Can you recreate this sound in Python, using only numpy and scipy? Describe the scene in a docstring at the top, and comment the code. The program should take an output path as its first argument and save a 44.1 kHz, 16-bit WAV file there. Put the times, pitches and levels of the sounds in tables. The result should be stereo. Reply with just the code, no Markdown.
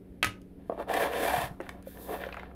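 """A small kitchen, a stereo pair close to the counter, the work a little right of centre.
A plastic chopping board is lifted off the counter with a hard clack and held over a bowl. A knife knocks
on it and scrapes across it twice: the edge catches and slips, the board rings hollow, the blade hisses.
Chopped vegetables plop and patter into the bowl; behind it all an appliance hums in the room air."""
import sys
import numpy as np
from scipy import signal
from scipy.fft import rfft, irfft, next_fast_len
from scipy.io import wavfile
from scipy.ndimage import map_coordinates

SR = 44100
rng = np.random.default_rng(int(sys.argv[2]) if len(sys.argv) > 2 else 0)


def dump_mix(stems):
    """Bounce the given channels to the path in sys.argv[1] as a 16-bit WAV at rate SR."""
    frames = np.atleast_2d(stems).T  # one column per channel
    limited = np.clip(frames, -1, 1)  # hard clip at full scale
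    pcm = np.round(limited * 32767).astype(np.int16)
    wavfile.write(sys.argv[1], SR, pcm)


N = 112454
T = np.arange(SR // 3) / SR  # time within one blow

# resonances of the board, and of the blade pressed on it: pitch_hz, width_hz, gain_db
BOARD_MODES = [(296.4, 90, -1), (430, 46, -1.5), (490.7, 50, -3), (567, 16.6, 0.5), (696, 34.3, 2),
               (769.6, 24.5, 1), (871, 66, -4), (990, 33, 1.5), (1112, 74, -2.5)]
BLADE_MODES = [(1390, 370, -3), (1584, 122, 1.5), (1760, 160, 0), (2170, 180, -4.5), (2360, 56, 0.5),
               (2680, 130, -2.5), (3183, 310, -6), (3617, 145, -1), (4100, 1070, -10)]
# the knife's nudge, long sweep, way back and last sweep: time_s, ring_db, rasp_db, hiss_db
STROKES = [(.59, -64.5, -74, -100), (.69, -69, -68.5, -69.5), (.772, -57, -60.5, -74),
           (.799, -29, -46.5, -57), (.822, -34.5, -48.5, -58), (.855, -59, -81, -89),
           (.886, -31.5, -42.5, -54), (.9, -32.5, -38.5, -48), (.99, -29, -33, -40),
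           (1.045, -26, -32.5, -40), (1.095, -35, -42, -53.5), (1.15, -33, -37.5, -44.5),
           (1.24, -29, -33, -37), (1.33, -32.5, -36, -40), (1.425, -31.5, -35, -40), (1.468, -40, -43, -46),
           (1.495, -50, -66, -64), (1.59, -62.5, -79, -74), (1.63, -60, -51, -65), (1.72, -53.5, -72, -66),
           (1.83, -58, -69, -80), (1.88, -80, -61, -50), (1.97, -48, -63.5, -54.5), (2.03, -51.5, -63, -45),
           (2.082, -47, -58, -48), (2.094, -35, -49, -46), (2.14, -32.5, -44.5, -44.5),
           (2.185, -45, -55, -52), (2.215, -42, -45, -52), (2.29, -50.5, -54.5, -61),
           (2.44, -50.5, -55.5, -73), (2.55, -62, -79, -84)]
# board resonances favoured by the blade's place, higher towards the edge: time_s, centre_hz
FAVOURED_PITCH = [(.8, 555), (1.08, 613), (1.22, 500), (1.29, 775), (1.42, 830), (2.09, 430), (2.16, 593)]
# the rasp between the microphones: time_s, left_minus_right_db
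RASP_PAN = [(.9, -3.5), (1.15, -4), (1.4, -8), (1.7, -8)]
# weight of the fine sizzle in the hiss, greater under a light hand: time_s, weight (0-1)
SIZZLE_WEIGHT = [(1.5, 0.23), (1.85, 0.9)]
# the board hits the counter and rebounds: start_s, level_db, relative_grit_db
CLACKS = [(0.2283, -11, -11.5), (0.2448, -15, -1.5), (0.2688, -21.5, -22.5), (0.294, -32, -26)]
# the plastic's ring at each clack: pitch_hz, gain_db, t60_s
CLACK_MODES = [(300, -24.5, 0.17), (1269, -13, 0.15), (1714, -26.5, 0.088), (2003, -18, 0.15),
               (2284, -12.5, 0.05), (2890, -18, 0.11), (3586, -22, 0.083)]
# dull knocks on board and bowl, the first followed by its quick echo off a near wall:
# start_s, level_db, pitch_hz, left_minus_right_db
KNOCKS = [(0.6974, -17, 603, -0.5), (.721, -25.5, 665, -5), (0.778, -27.5, 650, -1), (.911, -22, 720, -1),
          (1.253, -24.5, 706, -2), (1.6026, -24, 614, -4), (2.088, -29.5, 430, -6)]
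# ticks of the blade and falling pieces: start_s, level_db, pitch_hz, tip_db, left_minus_right_db
TICKS = [(.417, -58, 2960, 12, -8.5), (0.893, -23.5, 1760, -16, 1), (0.94, -19, 1800, -2.5, -0.5),
         (1.134, -22, 1630, -14, -7), (1.6035, -31.5, 1540, -16, -9), (1.612, -34.5, 1740, -5, -9.5),
         (1.666, -37, 1580, -37, -6), (1.692, -26, 2120, -7, -7.5), (1.826, -52.5, 2400, 8.5, -11),
         (1.973, -43, 1760, -5, -13), (2.237, -22, 1890, -36, -3.5), (2.263, -42, 3380, -34, 0),
         (2.289, -28.5, 1620, -17, -5), (2.3259, -27.5, 2500, -29, -4), (2.343, -29.5, 1490, -12, -5),
         (2.369, -24, 1380, -22, -7), (2.396, -30.5, 2080, -14, -11), (2.432, -32.5, 1410, -21, -5),
         (2.513, -42, 1310, -30, -6)]
# the counter's thud, one short hollow ring of the board as the knife catches, and clumps plopping
# into the bowl: start_s, level_db, pitch_hz, t60_s
BUMPS = [(0.262, -31.5, 104, 0.2), (1.3395, -15.5, 720, 0.063), (1.379, -26.5, 145, 0.057),
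         (1.438, -33.5, 127, 0.12), (1.51, -28, 160, 0.038), (1.871, -29.5, 536, 0.047),
         (2.2665, -25.5, 535, 0.038)]
# the appliance's upper tones: pitch_hz, relative_db
HUM_TONES = [(186, -57.5), (277, -62.5)]
# swell of its deepest tone: time_s, level_db
MOTOR_LEVEL = [(0, -77), (.5, -62.5), (.7, -59.5), (1.3, -53), (1.7, -60), (2.15, -53.5), (2.55, -54.5)]
# the kitchen's decay: frequency_hz, t60_s
ROOM_DECAY = [(800, 0.27), (2000, 0.21), (6000, 0.2), (14000, 0.13)]
# tone colours of the scrape's parts, the blows and the room air: frequency_hz, gain_db
HISS_COLOUR = [(1500, -46), (3500, -3), (5000, -7), (7000, -9), (9800, -3), (11800, -1), (13500, -6.5),
               (15700, -4.5)]
SIZZLE_COLOUR = [(2700, -26), (3600, -6), (4600, -20), (8000, -16), (12800, 0), (15700, -4)]
PUSH_COLOUR = [(120, -3), (300, 5), (1100, -5.5), (1400, 7), (8000, -89)]
RASP_COLOUR = [(500, 3), (1200, 4), (1600, 4.5), (4500, -5.5), (9000, -25)]
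CLACK_COLOUR = [(150, -6.5), (500, -2.5), (1050, -8.5), (1500, 4.5), (2700, -2), (4300, -17), (7500, -23.5),
                (11500, -13), (15500, -45.5)]
GRIT_COLOUR = [(2000, -16.5), (5000, -5), (8400, -8), (10000, -5), (12000, -13.5), (15500, -13)]
KNOCK_COLOUR = [(120, -14), (300, 4), (750, 0), (1100, -9), (9000, -45.5)]
TICK_COLOUR = [(800, 24.5), (2800, 2), (4500, -9), (15000, -8)]
AIR_COLOUR = [(25, -16), (70, -9), (135, -15.5), (190, -13.5), (400, -16), (600, -27), (1100, -43.5),
              (2000, -44), (7000, -63), (11300, -52), (15500, -59.5)]


def knife_scrape(slips_per_s=950, slip_spread_db=3.5, catches_per_s=110, catch_db=1.1):
    """Close up, the edge catches and slips; the same slips drive board ring, blade rasp and hiss."""
    sizes = amp(slip_spread_db * np.minimum(rng.exponential(size=N), 3))
    slipping = rng.random(N) < slips_per_s / SR
    slips = unit_rms(slipping * sizes * rng.choice([-1, 1], N))
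    # the blade bites and lets go in quick, shallow surges
    surges = map_coordinates(rng.standard_normal(N // 50), [np.arange(N) * catches_per_s / SR])
    bite = amp(catch_db * surges)
    strokes = np.array(STROKES)
    ring_gain, rasp_gain, hiss_gain = [bite * amp(curve(strokes[:, [0, k]], left=-120)) for k in (1, 2, 3)]

    def friction(smooth_db, side_db):
        return slips + amp(smooth_db) * noise(N, side_db)

    ring = ring_gain * board_ring(friction(smooth_db=-10, side_db=7.5))
    rasp = rasp_gain * blade_rasp(friction(smooth_db=0.5, side_db=10))
    hiss = hiss_gain * edge_hiss(friction(smooth_db=8, side_db=2.5))
    return (room(ring * pan(-2.6), wet_db=-14.5, side_db=-0.5)
            + room(rasp * pan(curve(RASP_PAN)), wet_db=-10, side_db=-10.5)
            + room(hiss * pan(-3.4), wet_db=-9, side_db=-13.5))


def board_ring(friction, spread_octaves=0.36, floor_db=-16, octave_db=-8):
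    """The board rings hollow, most in the region the blade's place favours and an octave above it."""
    push = coloured(friction, PUSH_COLOUR)
    favoured_hz = curve(FAVOURED_PITCH)
    near = lambda hz: np.exp(-0.5 * (np.log2(hz / favoured_hz) / spread_octaves) ** 2)
    favour = lambda hz: amp(floor_db) + near(hz) + amp(octave_db) * near(hz / 2)
    return unit_rms(sum((-1) ** k * favour(mode[0]) * resonate(push, [mode])
                        for k, mode in enumerate(BOARD_MODES)))


def blade_rasp(friction):
    """Friction shakes the resonances of the pressed blade."""
    return unit_rms(coloured(resonate(friction, BLADE_MODES), RASP_COLOUR))


def edge_hiss(friction):
    """The edge's rough hiss gives way to a finer sizzle as the pressure lightens."""
    rough = unit_rms(coloured(friction, HISS_COLOUR))
    sizzle = unit_rms(coloured(noise(N, side_db=2.5), SIZZLE_COLOUR))
    weight = curve(SIZZLE_WEIGHT)
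    return np.sqrt(1 - weight ** 2) * rough + weight * sizzle


def board_clacks(echo_s=0.001639, echo_db=7):
    """Hard plastic on the counter: a crack, a short ring and a gritty skid at each contact."""
    out = np.zeros((2, N))
    for start_s, db, grit_db in CLACKS:
        crack = unit_peak(coloured(contact(scatter_db=5, t60=0.029, side_db=-2.5), CLACK_COLOUR))
        ring = sum(amp(mode_db + 2 * rng.standard_normal()) * fade(t60) * np.sin(2 * np.pi * hz * T)
                   for hz, mode_db, t60 in CLACK_MODES)
        skid = noise(len(T), side_db=-3) * fade(0.015) * rise(0.0011)
        grit = unit_peak(coloured(skid, GRIT_COLOUR))
        add(out, start_s, amp(db) * ((crack + amp(-5) * ring) * pan(-3.7) + amp(grit_db) * grit))
    # a close surface throws the first clack at the right microphone
    start_s, db, _ = CLACKS[0]
    impulse = 1.0 * (T == 0)
    echo = unit_peak(resonate(resonate(impulse, [(2800, 1340, 0)]), [(2500, 1800, 0)]))
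    add(out, start_s + echo_s, amp(db + echo_db) * echo * np.array([[0.15], [1]]))
    return room(out, wet_db=-5.5, side_db=3.5)


def dull_knocks():
    """Soft blows and the first one's wall echo: each a dull pulse with the board's hollow ring."""
    out = np.zeros((2, N))
    for start_s, db, hz, pan_db in KNOCKS:
        pulse = resonate(contact(scatter_db=1.5, t60=0.058, side_db=-6), [(hz, 340, 0)])
        ring = amp(-11.5) * resonate(pulse, BOARD_MODES)
        add(out, start_s, amp(db) * pan(pan_db) * unit_peak(coloured(pulse + ring, KNOCK_COLOUR)))
    return room(out, wet_db=-7.5, side_db=0)


def light_ticks():
    """The blade and falling pieces tap: each a pair of short resonances with a bright tip."""
    out = np.zeros((2, N))
    for start_s, db, hz, tip_db, pan_db in TICKS:
        tap = contact(scatter_db=9, t60=0.02, side_db=-2)
        ring = resonate(tap, [(hz, 500, 0), (1.79 * hz, 600, -2)])
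        body = unit_peak(coloured(ring, TICK_COLOUR))
        tip = unit_peak(coloured(contact(scatter_db=5, t60=0.014, side_db=0), GRIT_COLOUR))
        add(out, start_s, amp(db) * pan(pan_db) * (body + amp(tip_db) * tip))
    return room(out, wet_db=-9, side_db=3)


def round_bumps():
    """Quickly damped tones: the counter thuds, the board rings once as the knife catches, clumps plop."""
    out = np.zeros((2, N))
    for start_s, db, hz, t60 in BUMPS:
        add(out, start_s, amp(db) * np.sin(2 * np.pi * hz * T) * fade(t60) * rise(0.00075))
    return out


def appliance_hum(motor_hz=62.9, wavers_per_s=7.06):
    """Wavering tones in the background; the deepest swells and sinks off to the right."""
    t = np.arange(N) / SR

    def tone(hz, waver_rad):
        wobble = map_coordinates(rng.standard_normal(200), [t * wavers_per_s], mode="wrap")
        return np.sqrt(2) * np.sin(2 * np.pi * hz * t + waver_rad * wobble)

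    upper = sum(amp(db + 2.5) * tone(hz, waver_rad=0.76) for hz, db in HUM_TONES)
    return upper + amp(curve(MOTOR_LEVEL)) * tone(motor_hz, waver_rad=0.67) * pan(-11)


def room_air():
    """A faint, steady, low rush at both microphones."""
    return amp(-49.5) * unit_rms(coloured(noise(N, side_db=-2.5), AIR_COLOUR)) * pan(-1.84)


def room(x, wet_db, side_db):
    """Add the kitchen's short tail, which reaches the pair 4 ms late and loses its treble first."""
    hz, t, spectrum = signal.stft(noise(len(T), side_db), SR, nperseg=256)
    decay = amp(-60 * t / along(ROOM_DECAY, hz)[:, None])
    tail = signal.istft(spectrum * decay, SR, nperseg=256)[1]
    tail = np.pad(tail, ((0, 0), (SR // 250, 0)))
    return x + amp(wet_db) * signal.fftconvolve(x, tail / np.linalg.norm(tail[0]), axes=1)[:, :N]


def contact(scatter_db, t60, side_db):
    """One sharp push and the dying rattle that follows it."""
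    rattle = noise(len(T), side_db) * fade(t60)
    return (T == 0) + amp(scatter_db) * rattle / np.linalg.norm(rattle[0])


def noise(size, side_db):
    """Mid-side noise; more side makes it wider."""
    mid, side = rng.standard_normal((2, size))
    return unit_rms(np.array([mid + amp(side_db) * side, mid - amp(side_db) * side]))


def resonate(x, modes):
    """x through parallel (pitch_hz, width_hz, gain_db) resonances of alternating sign."""
    return filtered(x, lambda f: sum((-1) ** k * amp(db) * 1j * f * width / (hz**2 - f**2 + 1j * f * width)
                                     for k, (hz, width, db) in enumerate(modes)))


def coloured(x, points, size=2 ** 13):
    """x through a minimum-phase filter shaped by (frequency_hz, gain_db) points."""
    cepstrum = irfft(np.log(amp(along(points, np.fft.rfftfreq(size, 1 / SR)))))
    cepstrum[1:size // 2] *= 2
    cepstrum[size // 2 + 1:] = 0
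    kernel = irfft(np.exp(rfft(cepstrum)))
    return signal.fftconvolve(np.atleast_2d(x), kernel[None], axes=1)[:, :x.shape[-1]]


def filtered(x, response):
    """x times a complex response of frequency."""
    size = next_fast_len(x.shape[-1] + SR // 4, True)
    return irfft(rfft(x, size) * response(np.fft.rfftfreq(size, 1 / SR)), size)[..., :x.shape[-1]]


def along(points, hz):
    """Interpolate (frequency_hz, value) points on a log axis."""
    freqs, values = np.transpose(points)
    return np.interp(np.log(hz + 1), np.log(freqs + 1), values)


def curve(rows, **ends):
    """One value per sample from (time_s, value) rows."""
    return np.interp(np.arange(N) / SR, *np.transpose(rows), **ends)


def amp(db):
    return 10 ** (np.asarray(db) / 20)


def unit_rms(x):
    return x / np.sqrt(np.mean(x ** 2) + 1e-20)


def unit_peak(x):
    return x / np.abs(x).max()


def rise(attack_s):
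    return 1 - np.exp(-T / attack_s)


def fade(t60):
    return np.exp(-np.log(1000) * T / t60)


def pan(left_minus_right_db):
    return amp(np.array([[0.5], [-0.5]]) * left_minus_right_db)


def add(out, start_s, x):
    i = int(start_s * SR)
    out[:, i:i + x.shape[-1]] += x[..., :N - i]


def scene():
    """The work at the counter in front, the kitchen behind."""
    counter = knife_scrape() + board_clacks() + dull_knocks() + light_ticks() + round_bumps()
    return counter + appliance_hum() + room_air()


def record(dry):
    """The recorder cuts off steeply at 15650 Hz."""
    return filtered(dry, lambda hz: 1 / (1 + (hz / 15650) ** 200))


dry = scene()
out = record(dry)
dump_mix(out)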